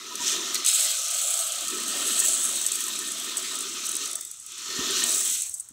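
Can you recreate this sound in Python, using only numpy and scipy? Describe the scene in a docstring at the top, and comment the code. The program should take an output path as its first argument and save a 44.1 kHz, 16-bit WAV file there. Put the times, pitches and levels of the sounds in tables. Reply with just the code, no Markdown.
"""Rice poured into a metal pot

Dry rice slides down a tilted plastic tub and pours into a thin metal pot on a wooden table.
Sliding grains hiss in the tub and drum its wall; falling grains patter on the heap, ring the pot
and its air, and single ones tick on bare metal. Two brief tones sound as the tub tips, and the
hand bumps it; a quiet room lies below."""
import sys
import numpy as np
from scipy import signal
from scipy.fft import rfft, irfft
from scipy.io import wavfile

SR = 44100
rng = np.random.default_rng(int(sys.argv[2]) if len(sys.argv) > 2 else 0)


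def dump_mix(stems):
    """Bounce the given channels to the path in sys.argv[1] as a 16-bit WAV at rate SR."""
    frames = np.atleast_2d(stems).T  # one column per channel
    limited = np.clip(frames, -1, 1)  # hard clip at full scale
    pcm = np.round(limited * 32767).astype(np.int16)
    wavfile.write(sys.argv[1], SR, pcm)


N = 252472

# rice landing in the pot: (time [s], level [dB])
FALL_LEVELS = [(0.0, -62), (0.17, -51), (0.64, -40), (0.67, -22.5), (0.8, -21), (0.99, -31), (1.35, -27),
               (1.75, -34.5), (2.21, -24.5), (2.52, -27), (2.6, -32.5), (2.96, -36), (3.68, -38),
               (3.9, -38.5), (4.06, -37), (4.25, -44), (4.56, -48), (4.84, -57), (4.97, -35), (5.21, -25),
               (5.35, -29.5), (5.56, -39.5), (5.72, -58)]
# parts drummed by the grains: (time [s], tub wall [dB], pot air [dB], tub floor [dB])
DRUM_LEVELS = [(0.0, -53.5, -70, -45.5), (0.17, -47.5, -64, -50.5), (0.37, -43, -51.5, -42.5),
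               (0.59, -49.5, -57.5, -42.5), (0.7, -65.5, -49, -46.5), (1.43, -77.5, -44.5, -46),
               (1.72, -44, -56, -45), (2.04, -44, -43.5, -41.5), (2.63, -52.5, -50, -51),
               (2.83, -52, -65, -46.5), (2.96, -47.5, -54, -48), (4.03, -51.5, -62, -46),
               (4.19, -63, -56, -51), (4.22, -65, -70, -60), (4.4, -80, -80, -67),
               (4.62, -57.5, -80, -51.5), (4.81, -41, -57, -42.5), (5.07, -39.5, -46, -41),
               (5.28, -56.5, -60, -54), (5.51, -74.5, -72, -81), (5.66, -81, -79, -91),
               (5.72, -74, -69, -71)]


def from_db(db):
    return 10 ** (np.asarray(db) / 20)


def unit_rms(x):
    return x / np.sqrt(np.mean(x ** 2) + 1e-20)


def envelopes(rows):
    """One per-sample curve for each column after the time."""
    time_s, *columns = np.transpose(rows)
    return [np.interp(np.arange(N) / SR, time_s, column) for column in columns]


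def drift(rate_hz):
    """Slow random wander, RMS 1: noise through two one-pole low-passes."""
    r = np.exp(-2 * np.pi * rate_hz / SR)
    return unit_rms(signal.lfilter([1], [1, -2 * r, r * r], rng.standard_normal(N + SR))[SR:])


def grains(rate_per_s, spread_db, clump_db, clump_hz):
    """Random clicks of uneven size, swelling in clumps; mean power about 1."""
    density = np.clip(rate_per_s / SR, 1e-4, 1)
    sizes = from_db(spread_db * np.minimum(rng.exponential(1, N), 5)) * rng.choice([-1, 1], N)
    clicks = unit_rms(sizes) * (rng.random(N) < density) / np.sqrt(density)
    return clicks * unit_rms(from_db(clump_db * drift(clump_hz)))


def resonate(x, modes, wander_db=0.0):
    """Parallel resonances, power gain about 1; each wanders in level as the grains shift to other spots."""
    out, impulse_response = 0, 0
    for k, (hz, width_hz, level_db) in enumerate(modes):
        r = np.exp(-np.pi * width_hz / SR)
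        b = (-1) ** k * from_db(level_db) * (1 - r * r) / 2 * np.array([1, 0, -1])
        a = [1, -2 * r * np.cos(2 * np.pi * hz / SR), r * r]
        out += signal.lfilter(b, a, x) * unit_rms(from_db(wander_db * drift(rate_hz=4.6)))
        impulse_response += signal.lfilter(b, a, signal.unit_impulse(SR))
    return out / np.sqrt(np.sum(impulse_response ** 2))


def ring(clicks, hz, t60_s):
    """One mode: a unit click starts a decaying sine of height 1."""
    r, w = from_db(-60 / (t60_s * SR)), 2 * np.pi * hz / SR
    return signal.lfilter([0, np.sin(w)], [1, -2 * r * np.cos(w), r * r], clicks + 1e-18)


def highpass(x, hz):
    return signal.sosfilt(signal.butter(4, hz, "high", fs=SR, output="sos"), x)


def lowpass(x, hz):
    return signal.sosfilt(signal.butter(4, hz, "low", fs=SR, output="sos"), x)


def tub_slide():
    """Thousands of grains rub down the plastic: a fine hiss, and the panels drum along."""
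    # sliding rice: (time [s], hiss [dB], brighter swish [dB])
    slide_levels = [(0.0, -45.5, -42.5), (0.14, -42, -40), (0.29, -30, -22), (0.4, -38.5, -31.5),
                    (0.56, -35.5, -33), (0.64, -42, -37), (0.67, -31, -32), (0.8, -32.5, -35.5),
                    (1.05, -41, -30.5), (1.29, -35, -37), (1.75, -39.5, -37.5), (2.12, -31.5, -35),
                    (2.6, -38.5, -35), (3.44, -39, -38.5), (4.04, -39.5, -32.5), (4.25, -59.5, -46),
                    (4.44, -59, -49), (4.56, -46.5, -39), (4.7, -39.5, -33), (4.97, -29.5, -27),
                    (5.21, -39, -30.5), (5.35, -38, -32.5), (5.46, -52.5, -42), (5.56, -66, -53),
                    (5.72, -69, -60)]
    # resonances of the rubbing and of the tub's parts: (frequency [Hz], width [Hz], gain [dB])
    hiss_modes = [(1506, 125, -5), (2345, 260, -6.5), (2670, 810, -3.5), (3250, 490, 1.5), (3755, 560, 2),
                  (4150, 930, -1), (12100, 25000, -18.5)]
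    swish_modes = [(5190, 890, -4.5), (6120, 660, 1), (7100, 710, -2), (8330, 2070, -10.5)]
    wall_modes = [(227, 112, -4), (382, 75, 0.4)]
    panel_modes = [(1007, 82, -6), (1828, 54, 1)]
    floor_modes = [(1130, 175, -6.5), (1293, 80, 5)]
    hiss_db, swish_db = envelopes(slide_levels)
    wall_db, _, floor_db = envelopes(DRUM_LEVELS)
    panel_db = 0.61 * wall_db + 0.37 * hiss_db - 6.5   # small panels feel both load and sliding
    hiss = resonate(grains(14000, spread_db=2, clump_db=1, clump_hz=25.3), hiss_modes, wander_db=0.82)
    swish = resonate(grains(12000, spread_db=3.5, clump_db=1, clump_hz=24.8), swish_modes, wander_db=0.5)
    wall = resonate(grains(3000, spread_db=1.5, clump_db=1, clump_hz=22), wall_modes, wander_db=2)
    panel = resonate(grains(3000, spread_db=4.5, clump_db=3, clump_hz=13), panel_modes, wander_db=2)
    floor = resonate(grains(4000, spread_db=3, clump_db=0.5, clump_hz=22), floor_modes, wander_db=1)
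    return (from_db(hiss_db) * highpass(hiss, 1550)
            + from_db(swish_db - 1) * highpass(highpass(swish, 5140), 4600)
            + from_db(wall_db) * highpass(lowpass(wall, 550), 180)
            + from_db(panel_db) * highpass(panel, 610)
            + from_db(floor_db - 0.5) * lowpass(highpass(floor, 800), 2330))


def pot_stream():
    """Falling grains patter on the heap, ring the bare metal and sound the air in the pot."""
    # grains ringing the metal: (time [s], level [dB])
    metal_levels = [(0.0, -45), (0.14, -48), (0.37, -32.5), (0.54, -41), (0.556, -26), (0.58, -39.5),
                    (0.67, -33), (0.8, -31), (1.0, -40), (1.6, -41), (2.2, -38), (2.96, -41), (4.06, -40.5),
                    (4.25, -49), (4.4, -61.5), (4.56, -44.5), (4.84, -36), (5.0, -33.5), (5.35, -43),
                    (5.46, -48), (5.56, -65), (5.72, -69)]
    # resonances of heap, top sparkle, bare metal and pot air: (frequency [Hz], width [Hz], gain [dB])
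    heap_modes = [(6430, 560, -8), (7780, 460, -3.5), (8500, 400, -1), (8750, 950, -7), (9960, 1220, -12)]
    sparkle_modes = [(10830, 2500, -1.2), (14000, 1360, -0.9), (15900, 1350, 0.67)]
    metal_modes = [(2040, 180, -4), (2507, 230, -3), (2867, 69, -10.5), (3060, 130, -10.5),
                   (3536, 170, 2.5), (3805, 155, 3), (4320, 270, 1.5), (4715, 44, 1), (5140, 350, -3)]
    air_modes = [(526, 50, -1), (656, 113, 7.5), (800, 43, -12)]
    fall_db, = envelopes(FALL_LEVELS)
    metal_db, = envelopes(metal_levels)
    _, air_db, _ = envelopes(DRUM_LEVELS)
    sparkle_db = 1.094 * fall_db - 9   # a thin trickle lands softly and loses its top first
    impacts = grains(9000, spread_db=3.5, clump_db=2, clump_hz=30.2)
    patter = resonate(impacts, heap_modes, wander_db=0.85)
    sparkle = resonate(impacts, sparkle_modes, wander_db=3)
    metal = resonate(grains(4000, spread_db=3, clump_db=1.5, clump_hz=9.1), metal_modes, wander_db=2.5)
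    air = resonate(grains(3000, spread_db=1, clump_db=1.5, clump_hz=32), air_modes, wander_db=3.5)
    return (from_db(fall_db) * highpass(patter, 5600)
            + from_db(sparkle_db) * highpass(sparkle, 9400)
            + from_db(metal_db) * highpass(metal, 1810)
            + from_db(air_db) * lowpass(highpass(air, 380), 810))


def grain_ticks(strays=70, strays_from_s=0.7):
    """A grain lands on the bare metal and bounces twice; each touch strikes the pot's modes differently."""
    # clearest single grains on bare metal: (time [s], level [dB], high-mode gain [dB])
    clear_ticks = [(0.155, -18.5, -15), (0.5451, -11.5, -9), (0.5544, -13, -10), (0.648, -12.5, -10),
                   (0.6625, -6.5, -9), (1.203, -21, -11), (1.3399, -11, -12), (1.6814, -15, -10),
                   (1.893, -23, -12), (2.192, -9, -10), (2.2007, -8, -10), (2.614, -12, -14),
                   (2.664, -7, -14), (2.6744, -16, -12), (2.7183, -9, -13), (2.7552, -11, -12),
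                   (2.8054, -14, -9), (2.8399, -18, -10), (2.8654, -18, -12), (2.8826, -15, -12),
                   (2.9901, -17.5, -10), (3.0826, -20, -12), (3.1183, -18, -12), (3.1993, -19.5, -14),
                   (3.3705, -12, -14), (3.379, -14, -12), (3.5548, -15, -13), (3.588, -19, -12),
                   (3.6067, -17, -11), (3.856, -18, -9), (3.8656, -13, -10), (3.8906, -14, -14),
                   (3.917, -15, -9), (3.9533, -12.5, -15), (3.9664, -14, -9), (4.0572, -17.5, -14),
                   (4.0754, -19, -12), (4.1124, -20, -9), (4.1314, -17, -12), (4.155, -12, -13),
                   (4.2098, -15.5, -12), (4.25, -19.5, -12), (4.3136, -20.5, -12), (4.3988, -28, -14),
                   (4.4637, -23, -12), (4.58, -24, -12), (4.9082, -15, -16), (5.0382, -7, -16),
                   (5.1053, -8.5, -17), (5.1183, -11, -16), (5.1474, -8, -18), (5.179, -12, -17),
                   (5.229, -17, -12), (5.2993, -12, -18), (5.42, -10.5, -17), (5.4939, -18.5, -14),
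                   (5.5403, -17.5, -14), (5.5983, -18, -16), (5.6058, -18, -15), (5.6501, -37, -12),
                   (5.6874, -29, -20)]
    # bare pot: (frequency [Hz], gain [dB], t60 [s])
    pot_modes = [(4660, -12.5, 0.046), (6000, 2.5, 0.0088), (6700, 0.5, 0.02), (7380, -9.5, 0.0086),
                 (7940, -4, 0.019), (8570, -6, 0.015), (8930, -5, 0.014), (10040, -10.5, 0.0073),
                 (10840, 2.5, 0.0088), (12100, -3, 0.0038), (13300, -4.5, 0.01), (14900, -8, 0.0084),
                 (14600, -2, .006)]
    fall_db, = envelopes(FALL_LEVELS)
    when, softness = rng.random((strays, 2)).T
    stray_s = strays_from_s + when * (N / SR - strays_from_s)
    stream_db = fall_db[(stray_s * SR).astype(int)]
    stray_db = -21 + 0.68 * (stream_db + 35.5) - 5.5 * softness
    stray_high_db = np.full(strays, -10)
    time_s, tick_db, high_db = np.hstack([np.transpose(clear_ticks), [stray_s, stray_db, stray_high_db]])
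    low_db = -3.5 - 2.5 * time_s   # low modes weaken as the pot fills
    count = len(time_s)
    lag = rng.random((count, 2))
    # landing and two rebounds: (time [s], gain [dB])
    touches = [(time_s, 0),
               (time_s + 0.0006 + 0.0016 * lag[:, 0], -2.5),
               (time_s + 0.0016 + 0.0018 * lag[:, 1], -16)]
    out = np.zeros(N)
    for hz, mode_db, t60_s in pot_modes:
        clicks = np.zeros(N + SR)
        colour_db = mode_db + (high_db if hz > 10200 else low_db if hz < 6800 else 0)
        for touch_s, touch_db in touches:
            strength = from_db(tick_db + colour_db + touch_db - 5.5 + rng.normal(0, 2.45, count))
            np.add.at(clicks, (touch_s * SR).astype(int), strength * rng.choice([-1, 1], count))
        out += highpass(ring(clicks[:N], hz, t60_s), 0.8 * hz)   # each ring keeps nothing much below its own pitch
    return out


def hand_bumps():
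    """Soft knocks on the tub over a lumpy rumble of the grip."""
    # hand shifting on the tub: (time [s], low thud [dB], wall knock [dB])
    bumps = [(0.199, -59, -41), (0.719, -59, -72), (4.687, -53, -44), (4.788, -43, -24.5),
             (4.857, -50, -41), (4.908, -47, -51), (5.019, -47, -48), (5.31, -57, -42), (5.491, -49, -75),
             (5.707, -70, -48)]
    # thud and knock: (frequency [Hz], t60 [s])
    bump_modes = [(78, 0.072), (265, 0.046)]
    # grip rumble: (frequency [Hz], width [Hz], gain [dB])
    grip_modes = [(79, 15, -4.5), (139, 40, -10.5)]
    time_s, *levels_db = np.transpose(bumps)
    palm_push = np.hanning(round(0.0013 * SR)) / (0.0012 * SR)
    grip = grains(300, spread_db=-0.5, clump_db=2, clump_hz=1.7)
    out = from_db(-74.5) * resonate(grip, grip_modes)
    for (hz, t60_s), level_db in zip(bump_modes, levels_db):
        clicks = np.zeros(N)
        clicks[(time_s * SR).astype(int)] = from_db(level_db + 7)
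        out += ring(np.convolve(clicks, palm_push)[:N], hz, t60_s)
    return highpass(lowpass(out, 460), 62)


def tipping_tones():
    """Two brief sines swell and fade as the tub tips."""
    # tones: (start [s], length [s], pitch [Hz], level [dB])
    tones = [(0.106, 0.037, 995, -40), (0.194, 0.043, 968, -36)]
    t, out = np.arange(N) / SR, 0
    for start_s, length_s, hz, level_db in tones:
        swell = np.sin(np.pi * np.clip((t - start_s) / length_s, 0, 1))
        out += from_db(level_db) * swell * np.sin(2 * np.pi * hz * t)
    return out


def room(rms_db=-67.5):
    """Steady dull background noise."""
    # room spectrum: (frequency [Hz], relative density [dB])
    spectrum = [(18, -44), (30, 19), (54, 11.5), (124, 7.5), (204, 7.5), (296, 0), (393, -6), (1390, 9.5),
                (5500, -22), (7150, -45), (12100, -120)]
    hz, density_db = np.transpose(spectrum)
    bins_hz = np.arange(N // 2 + 1) * SR / N + 1
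    colour = from_db(np.interp(np.log(bins_hz), np.log(hz), density_db))
    return from_db(rms_db) * unit_rms(irfft(rfft(rng.standard_normal(N)) * colour, N))


def scene():
    """Mono mix of rice, tub handling and room."""
    rice = tub_slide() + pot_stream() + grain_ticks()
    return (rice + hand_bumps() + tipping_tones() + room())[None]


def record(dry, bass_hz=55, cutoff_hz=15720):
    """The microphone thins the deepest bass and rounds the peaks; the top is cut steeply."""
    thinned = signal.lfilter(*signal.butter(2, bass_hz, "high", fs=SR), dry)
    rounded = 0.56 * np.tanh(thinned / 0.54)
    return signal.sosfilt(signal.ellip(12, 0.5, 70, cutoff_hz, fs=SR, output="sos"), rounded)


dry = scene()
out = record(dry)
dump_mix(out)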